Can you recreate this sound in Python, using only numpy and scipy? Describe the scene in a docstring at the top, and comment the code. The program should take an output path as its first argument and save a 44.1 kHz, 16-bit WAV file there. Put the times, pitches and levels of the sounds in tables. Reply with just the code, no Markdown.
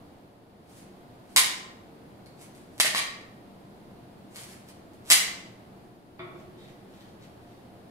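"""A hand tool scrapes, binds and jolts a wooden chair part in three loud clusters of sharp knocks.
Each knock is a snap, a splintering and a thump that ring the part; between them the edge scrapes and ticks.
Later a loose rail is knocked lightly against the chair, ringing it, and slid into place with a few pushes.
The small, hard-walled workshop answers with close echoes and a short tail; a machine drones throughout."""
import sys
import numpy as np
from scipy import signal
from scipy.fft import rfft, irfft, next_fast_len
from scipy.io import wavfile

SR = 44100
rng = np.random.default_rng(int(sys.argv[2]) if len(sys.argv) > 2 else 0)


def int16_out(signal):
    """Quantize to a 16-bit WAV file."""
    q = np.round(np.clip(np.atleast_2d(signal).T, -1, 1) * 32767)
    wavfile.write(sys.argv[1], SR, q.astype(np.int16))


N = 348390
WORK_LAG_S = .00015   # the work sits a little to the right, so the left ear hears it later


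def from_db(db):
    """Decibels to gain."""
    return 10 ** (np.asarray(db) / 20)


def rms_one(x):
    """Scale to unit rms."""
    return x / np.sqrt(np.mean(x ** 2) + 1e-20)


def at_hz(points, hz):
    """Read a curve on a log-frequency axis."""
    table = np.array(points)
    return np.interp(np.log(hz + 1e-9), np.log(table[:, 0]), table[:, 1])


def colour(x, spectrum):
    """Shape a sound with a smooth EQ curve."""
    size = next_fast_len(x.shape[-1] + 4096)
    gain = from_db(at_hz(spectrum, np.fft.rfftfreq(size, 1 / SR)))
    return irfft(rfft(x, size) * gain, size)[..., :x.shape[-1]]


def soften(x, hz, order):
    """Low-pass: a softer contact."""
    return signal.lfilter(*signal.butter(order, hz, fs=SR), x)


def shelf(x, hz, treble_db):
    """Split at hz and give the treble its own level."""
    low, high = [signal.butter(2, hz, kind, fs=SR, output="sos") for kind in ("low", "high")]
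    bass = signal.sosfilt(np.vstack([low, low]), x)
    treble = signal.sosfilt(np.vstack([high, high]), x)
    return bass + from_db(treble_db) * treble


def ring(x, hz, t60):
    """One mode: a unit click starts a decaying sine of height 1."""
    r, w = from_db(-60 / (t60 * SR)), 2 * np.pi * hz / SR
    return signal.lfilter([1, -r * np.cos(w)], [1, -2 * r * np.cos(w), r * r], x + 1e-18)


def add(out, s, x):
    """Mix a short sound in at time s."""
    start = int(s * SR)
    out[..., start:start + x.shape[-1]] += x[..., :N - start]


def arrive(x, lag_s):
    """A sound from one side reaches the left ear lag_s after the right."""
    at = np.arange(N)
    return np.array([np.interp(at - side * lag_s * SR / 2, at, x) for side in (1, -1)])


def diffuse(size):
    """White noise from all sides: alike at both ears in the bass only."""
    # likeness of the two ears: frequency_hz, correlation
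    likeness = [(50, .85), (130, .93), (350, .76), (700, 0.38), (1300, -.25), (2400, 0.071), (4500, -.08),
                (15000, 0.15)]
    alike = at_hz(likeness, np.fft.rfftfreq(size, 1 / SR))
    mid, side = rfft(rng.standard_normal((2, size)))
    return irfft(np.sqrt(1 + alike) * mid + np.sqrt(1 - alike) * side * [[1], [-1]], size) / np.sqrt(2)


def room_tone(air_db=-50.5, direct_db=-14.5, machine_lag_s=-.00031, drone_t60_s=.71):
    """Rumble and hiss, partly straight from a machine on the left, under its wavering drone."""
    # EQ of the room noise: frequency_hz, gain_db
    air_eq = [(20, -12), (55, -17), (75, -7.5), (190, -4), (340, -4.5), (410, -10), (680, -10), (1200, -19),
              (2400, -27.5), (4600, -30.5), (5800, -38), (8300, -38.5), (10500, -36), (15500, -42.5)]
    # tones of the machine: pitch_hz, level_db
    drone_tones = [(119, -65), (194, -60.5), (371, -68.5), (452, -67), (706, -66)]
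    # brief dips in level: centre_s, depth_db, half_width_s
    dips = [(0.452, 4.5, .27), (6.05, 3.5, .18)]
    t = np.arange(N) / SR
    fader = from_db(-sum(db * np.exp(-((t - s) / width_s) ** 2) for s, db, width_s in dips))
    noise = diffuse(N) + from_db(direct_db) * arrive(rng.standard_normal(N), machine_lag_s)
    air = from_db(air_db) * rms_one(colour(noise, air_eq))
    drive = diffuse(N)
    drone = sum(from_db(db) * rms_one(ring(drive, hz, drone_t60_s)) for hz, db in drone_tones)
    return fader * air + rms_one(fader) * drone


def swells(moves, rise_share, roundness):
    """Envelope of hand movements that build up and die away; each is 20 dB down at its ends."""
    t, gain = np.arange(N) / SR, np.zeros(N)
    for peak_s, db, length_s in moves:
        away = np.maximum((peak_s - t) / rise_share, (t - peak_s) / (1 - rise_share)) / length_s
        near = away < 4
        gain[near] += from_db(db - 20 * away[near] ** roundness)
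    return gain


def friction(spectrum, grain_db):
    """Fibres catching and letting go: dense clicks of very uneven size."""
    sizes = from_db(grain_db * np.repeat(rng.standard_normal(N // 64 + 1), 64)[:N])
    return rms_one(colour(rng.standard_normal(N) * sizes, spectrum))


def snap(width_hz=860.0, count=16, size=8192):
    """A click scattered in the wood: all-pass sections smear it over a millisecond or two."""
    r = np.exp(-np.pi * width_hz / SR)
    centres_hz = rng.uniform(1200, 15000, count)
    sections = [[r * r, c, 1, 1, c, r * r] for c in -2 * r * np.cos(2 * np.pi * centres_hz / SR)]
    return signal.sosfilt(sections, signal.unit_impulse(size) + 1e-18)


def tool(tick_trim_db=8.0, scrape_trim_db=-1.5):
    """The edge scrapes and ticks over the wood, and the tool rings faintly with it."""
    # strokes of the edge: peak_s, level_db, length_s
    strokes = [(.7, -63.5, 0.079), (.775, -58, 0.21), (1.33, -61, .2), (2.42, -53.5, .12), (2.58, -63, .18),
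               (2.77, -64, .2), (4.385, -47, .15), (4.51, -55.5, .24), (4.69, -58, .08),
               (5.093, -40.5, .08)]
    # small ticks of the tool: start_s, level_db, ring_send_db
    tick_cues = [(2.26, -42.5, 20.5), (2.413, -34, 0), (2.549, -38.5, 3), (2.7795, -28, -8.5),
                 (4.359, -24, 8), (4.435, -29, -7), (4.687, -34.5, -8), (4.934, -42.5, 2), (5.052, -38, -5),
                 (5.074, -33.5, -4)]
    # EQ of the edge on wood: frequency_hz, gain_db
    edge_eq = [(200, -18), (900, -2.5), (2200, -2), (5000, -2.5), (8500, -0.5), (10500, 2.5), (12500, -7.5),
               (15500, -8)]
    # ring of the tool: pitch_hz, gain_db, t60_s
    tool_modes = [(2200, -47.5, 0.026), (4330, -37, 0.035), (4780, -43.5, .02), (10300, -38, .008)]
    ticks, ring_send = np.zeros((2, N))
    for s, db, send_db in tick_cues:
        tick = from_db(db + tick_trim_db) * snap()
        add(ticks, s, tick)
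        add(ring_send, s, from_db(send_db) * tick)
    pressure = swells(strokes, rise_share=.47, roundness=1.2)
    scrape = from_db(scrape_trim_db) * pressure * friction(edge_eq, grain_db=4.0)
    ringing = sum(from_db(db) * ring(ring_send + scrape, hz, t60) for hz, db, t60 in tool_modes)
    return colour(ticks, edge_eq) + scrape + ringing


def workshop(x, tail_db=-29.5, build_s=.0033, predelay_s=.00033, size=32768):
    """Hard walls return a few near echoes and a dense tail whose treble dies first."""
    # decay of the tail: frequency_hz, t60_s
    decays = [(150, 3), (700, 0.84), (2000, 0.637), (4000, 0.54), (6000, 0.5157), (10000, 0.3383),
              (15000, 0.4)]
    # echoes off near surfaces: delay_s, level_db
    echoes = [(.0062, -4.5), (0.0119, -6.5), (0.0149, -10.5), (.0235, -14), (0.0326, -13)]
    # EQ of the reverb: frequency_hz, gain_db
    reverb_eq = [(100, -10), (350, -5), (900, 0), (2000, 4.5), (5000, 0.5), (10000, 0.5), (15000, -3.5)]
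    t, hz = np.arange(size) / SR, np.fft.rfftfreq(size, 1 / SR)
    noise, centres_hz = rfft(diffuse(size)), np.array(decays)[:, 0]
    response = np.zeros((2, size))
    for share, (_, t60) in zip(np.eye(len(decays)), decays):
        band = irfft(noise * at_hz(np.column_stack([centres_hz, share]), hz), size)
        response += band * from_db(-60 * t / t60)
    response *= from_db(tail_db) * (1 - np.exp(-np.maximum(t - predelay_s, 0) / build_s))
    for delay_s, db in echoes:
        arrival_s = delay_s + rng.uniform(-.0003, .0003, 2)   # one time for each ear
        response[[0, 1], (arrival_s * SR).astype(int)] += from_db(db)
    return signal.fftconvolve(x[None], colour(response, reverb_eq), axes=1)[:, :N]


def splinters(size, length_s=.0062, per_s=2900.0):
    """Fibres give way one after another for a few milliseconds; unit energy."""
    t = np.arange(size) / SR
    breaks = rng.standard_normal(size) * (rng.random(size) < per_s / SR)
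    breaks *= t * np.exp(-2 * t / length_s)
    return breaks / np.sqrt(np.sum(breaks ** 2) + 1e-20)


def knock(thump_db, splinter_db, lowest_db, upper_db, grip_ratio, thump_hz=635.0, scatter=.0064):
    """A splintering snap and a low thump, each ringing the held part: returns (crack, thud)."""
    # ring of the held part, lowest mode first: pitch_hz, gain_db, t60_s
    part_modes = [(1012, -38, .06), (1881, -34, .022), (2070, -36.5, 0.029), (2310, -38, .022),
                  (3075, -40.5, .015), (3907, -39.5, 0.014), (4792, -39.5, 0.024)]
    click = snap()
    crack = click + from_db(splinter_db) * splinters(len(click))
    thud = from_db(thump_db) * soften(click, thump_hz, order=1)
    hits = np.array([crack, thud])
    ringing = np.zeros_like(hits)
    for k, (hz, db, t60) in enumerate(part_modes):
        trim_db, ratio = (upper_db, 1) if k else (lowest_db, grip_ratio)   # grip retunes the lowest mode
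        detune = 1 + scatter * rng.standard_normal()
        ringing += from_db(db + trim_db) * ring(hits, hz * detune * ratio, t60)
    return hits + ringing


def jolts(trim_db=8.5, shelf_hz=4800.0, thud_send_db=-10.5, thump_loss_db=6, splinter_growth_db=3):
    """The wood gives way in runs of four evenly spaced knocks, each more splinter and less thump."""
    # jolts of the wood: start_s, level_db, gap_s, step_per_knock_db, treble_db, thump_db,
    # lowest_mode_db, upper_modes_db, grip_pitch_ratio, splinter_db
    jolt_cues = [(1.3613, .5, 0.0075, -3.5, 2.5, -11.5, 6, -1, 1.014, -6),
                 (2.7999, -1, .006, -38, 2.5, 11.5, -27, 0, .97, -9),
                 (2.8475, -10.5, 0.0065, -4.5, -3, 12, 2.5, 1.5, 0.62, 0.5),
                 (2.9480, -15, .0105, -1.58, -4, 19.5, 6, 4, 1.12, 2),
                 (5.1012, -1.5, 0.0059, -0.5, 4, -21, -12.5, -1.5, 1.0, -6.5)]
    # EQ of the knocks: frequency_hz, gain_db
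    knock_eq = [(60, -34), (200, -14.5), (400, -13), (620, -7.5), (820, -6), (1500, -3.5), (2400, -1),
                (4100, 2.5), (5900, -1.5), (8000, 1.5), (10500, 2.5), (12500, -7), (15500, -12)]
    direct, wet = np.zeros(N), np.zeros((2, N))
    for s, db, gap_s, step_db, treble_db, thump_db, lowest_db, upper_db, grip, splinter_db in jolt_cues:
        for k in range(4):
            layers = knock(thump_db - k * thump_loss_db, splinter_db + k * splinter_growth_db,
                           lowest_db, upper_db, grip)
            crack, thud = from_db(trim_db + db + k * step_db) * shelf(layers, shelf_hz, treble_db)
            add(direct, s + k * gap_s, crack + thud)
            # every break radiates its own way, so the room answers each differently
            add(wet, s + k * gap_s, workshop(crack + from_db(thud_send_db) * thud))
    return colour(arrive(direct, WORK_LAG_S) + wet, knock_eq)


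def rail_taps(trim_db=1.0, top_hz=4960.0):
    """The loose rail bumps and rattles softly against the chair, setting it ringing."""
    # the rail meeting the chair: start_s, level_db, lowpass_hz
    taps = [(6.1921, 0.5, 3510), (6.203, -0.5, 3000), (6.228, 0.5, 900), (6.292, -9.5, 1200),
            (6.351, -3, 500), (6.394, -5, 350), (7.234, -25, 12130)]
    # ring of the chair: pitch_hz, gain_db, t60_s
    chair_modes = [(136.7, -44.5, 0.25), (189, -66, 0.3), (345.5, -41.5, 0.11), (370, -42, 0.086),
                   (631, -49.5, 0.13), (683, -51, 0.18), (870, -45.5, 0.018), (1117, -42.5, 0.049),
                   (1302, -44, 0.033), (1440, -46, 0.039), (1970, -42, 0.012), (2140, -46.5, 0.038),
                   (2295, -41, 0.019), (3420, -42, 0.021), (3560, -40, 0.013), (4800, -53, 0.027)]
    touches = np.zeros(N)
    for s, db, lowpass_hz in taps:
        add(touches, s, from_db(db + trim_db) * soften(snap(), lowpass_hz, order=1))
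    # neighbouring modes move in opposite senses
    chair = sum((-1) ** k * from_db(db) * ring(touches, hz, t60)
                for k, (hz, db, t60) in enumerate(chair_modes))
    return soften(chair, top_hz, order=4)


def rail_slide(trim_db=-2.5, rise_share=.49, roundness=1.7):
    """The rail is pushed along the chair; the rubbing rings it."""
    # pushes on the rail: peak_s, level_db, length_s, ring_send_db
    pushes = [(6.386, -68.5, .12, -3), (6.613, -65, .14, 14.5), (6.698, -62.5, 0.089, 3.5),
              (7.008, -64, 0.29, -1), (7.229, -59, 0.079, 2), (7.5, -72.5, 0.49, 0)]
    # EQ of wood sliding on wood: frequency_hz, gain_db
    slide_eq = [(150, -6), (700, -11), (1500, -8), (2600, -3.5), (3500, -6), (4400, -4.5), (8000, -10.5),
                (15000, -15.5)]
    # ring of the rail: pitch_hz, gain_db, t60_s
    rail_modes = [(1940, -34, 0.025), (3320, -39, 0.017), (3720, -33.5, 0.017)]
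    grain = from_db(trim_db) * friction(slide_eq, grain_db=6.5)
    rub_moves = [(s, db, length_s) for s, db, length_s, _ in pushes]
    ring_moves = [(s, db + send_db, length_s) for s, db, length_s, send_db in pushes]
    rub = grain * swells(rub_moves, rise_share, roundness)
    ring_send = grain * swells(ring_moves, rise_share, roundness)
    return rub + sum(from_db(db) * ring(ring_send, hz, t60) for hz, db, t60 in rail_modes)


def scene():
    """All the work sounds in the same workshop, over its room tone."""
    handling = tool() + rail_taps() + rail_slide()
    return jolts() + arrive(handling, WORK_LAG_S) + workshop(handling) + room_tone()


def record(dry, ceiling=1.1, cutoff_hz=15600):
    """Soft clipping rounds the highest peaks and a steep low-pass cuts the top."""
    rounded = ceiling * np.tanh(dry / ceiling)
    return signal.sosfilt(signal.ellip(12, .1, 90, cutoff_hz, fs=SR, output="sos"), rounded)


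dry = scene()
out = record(dry)
int16_out(out)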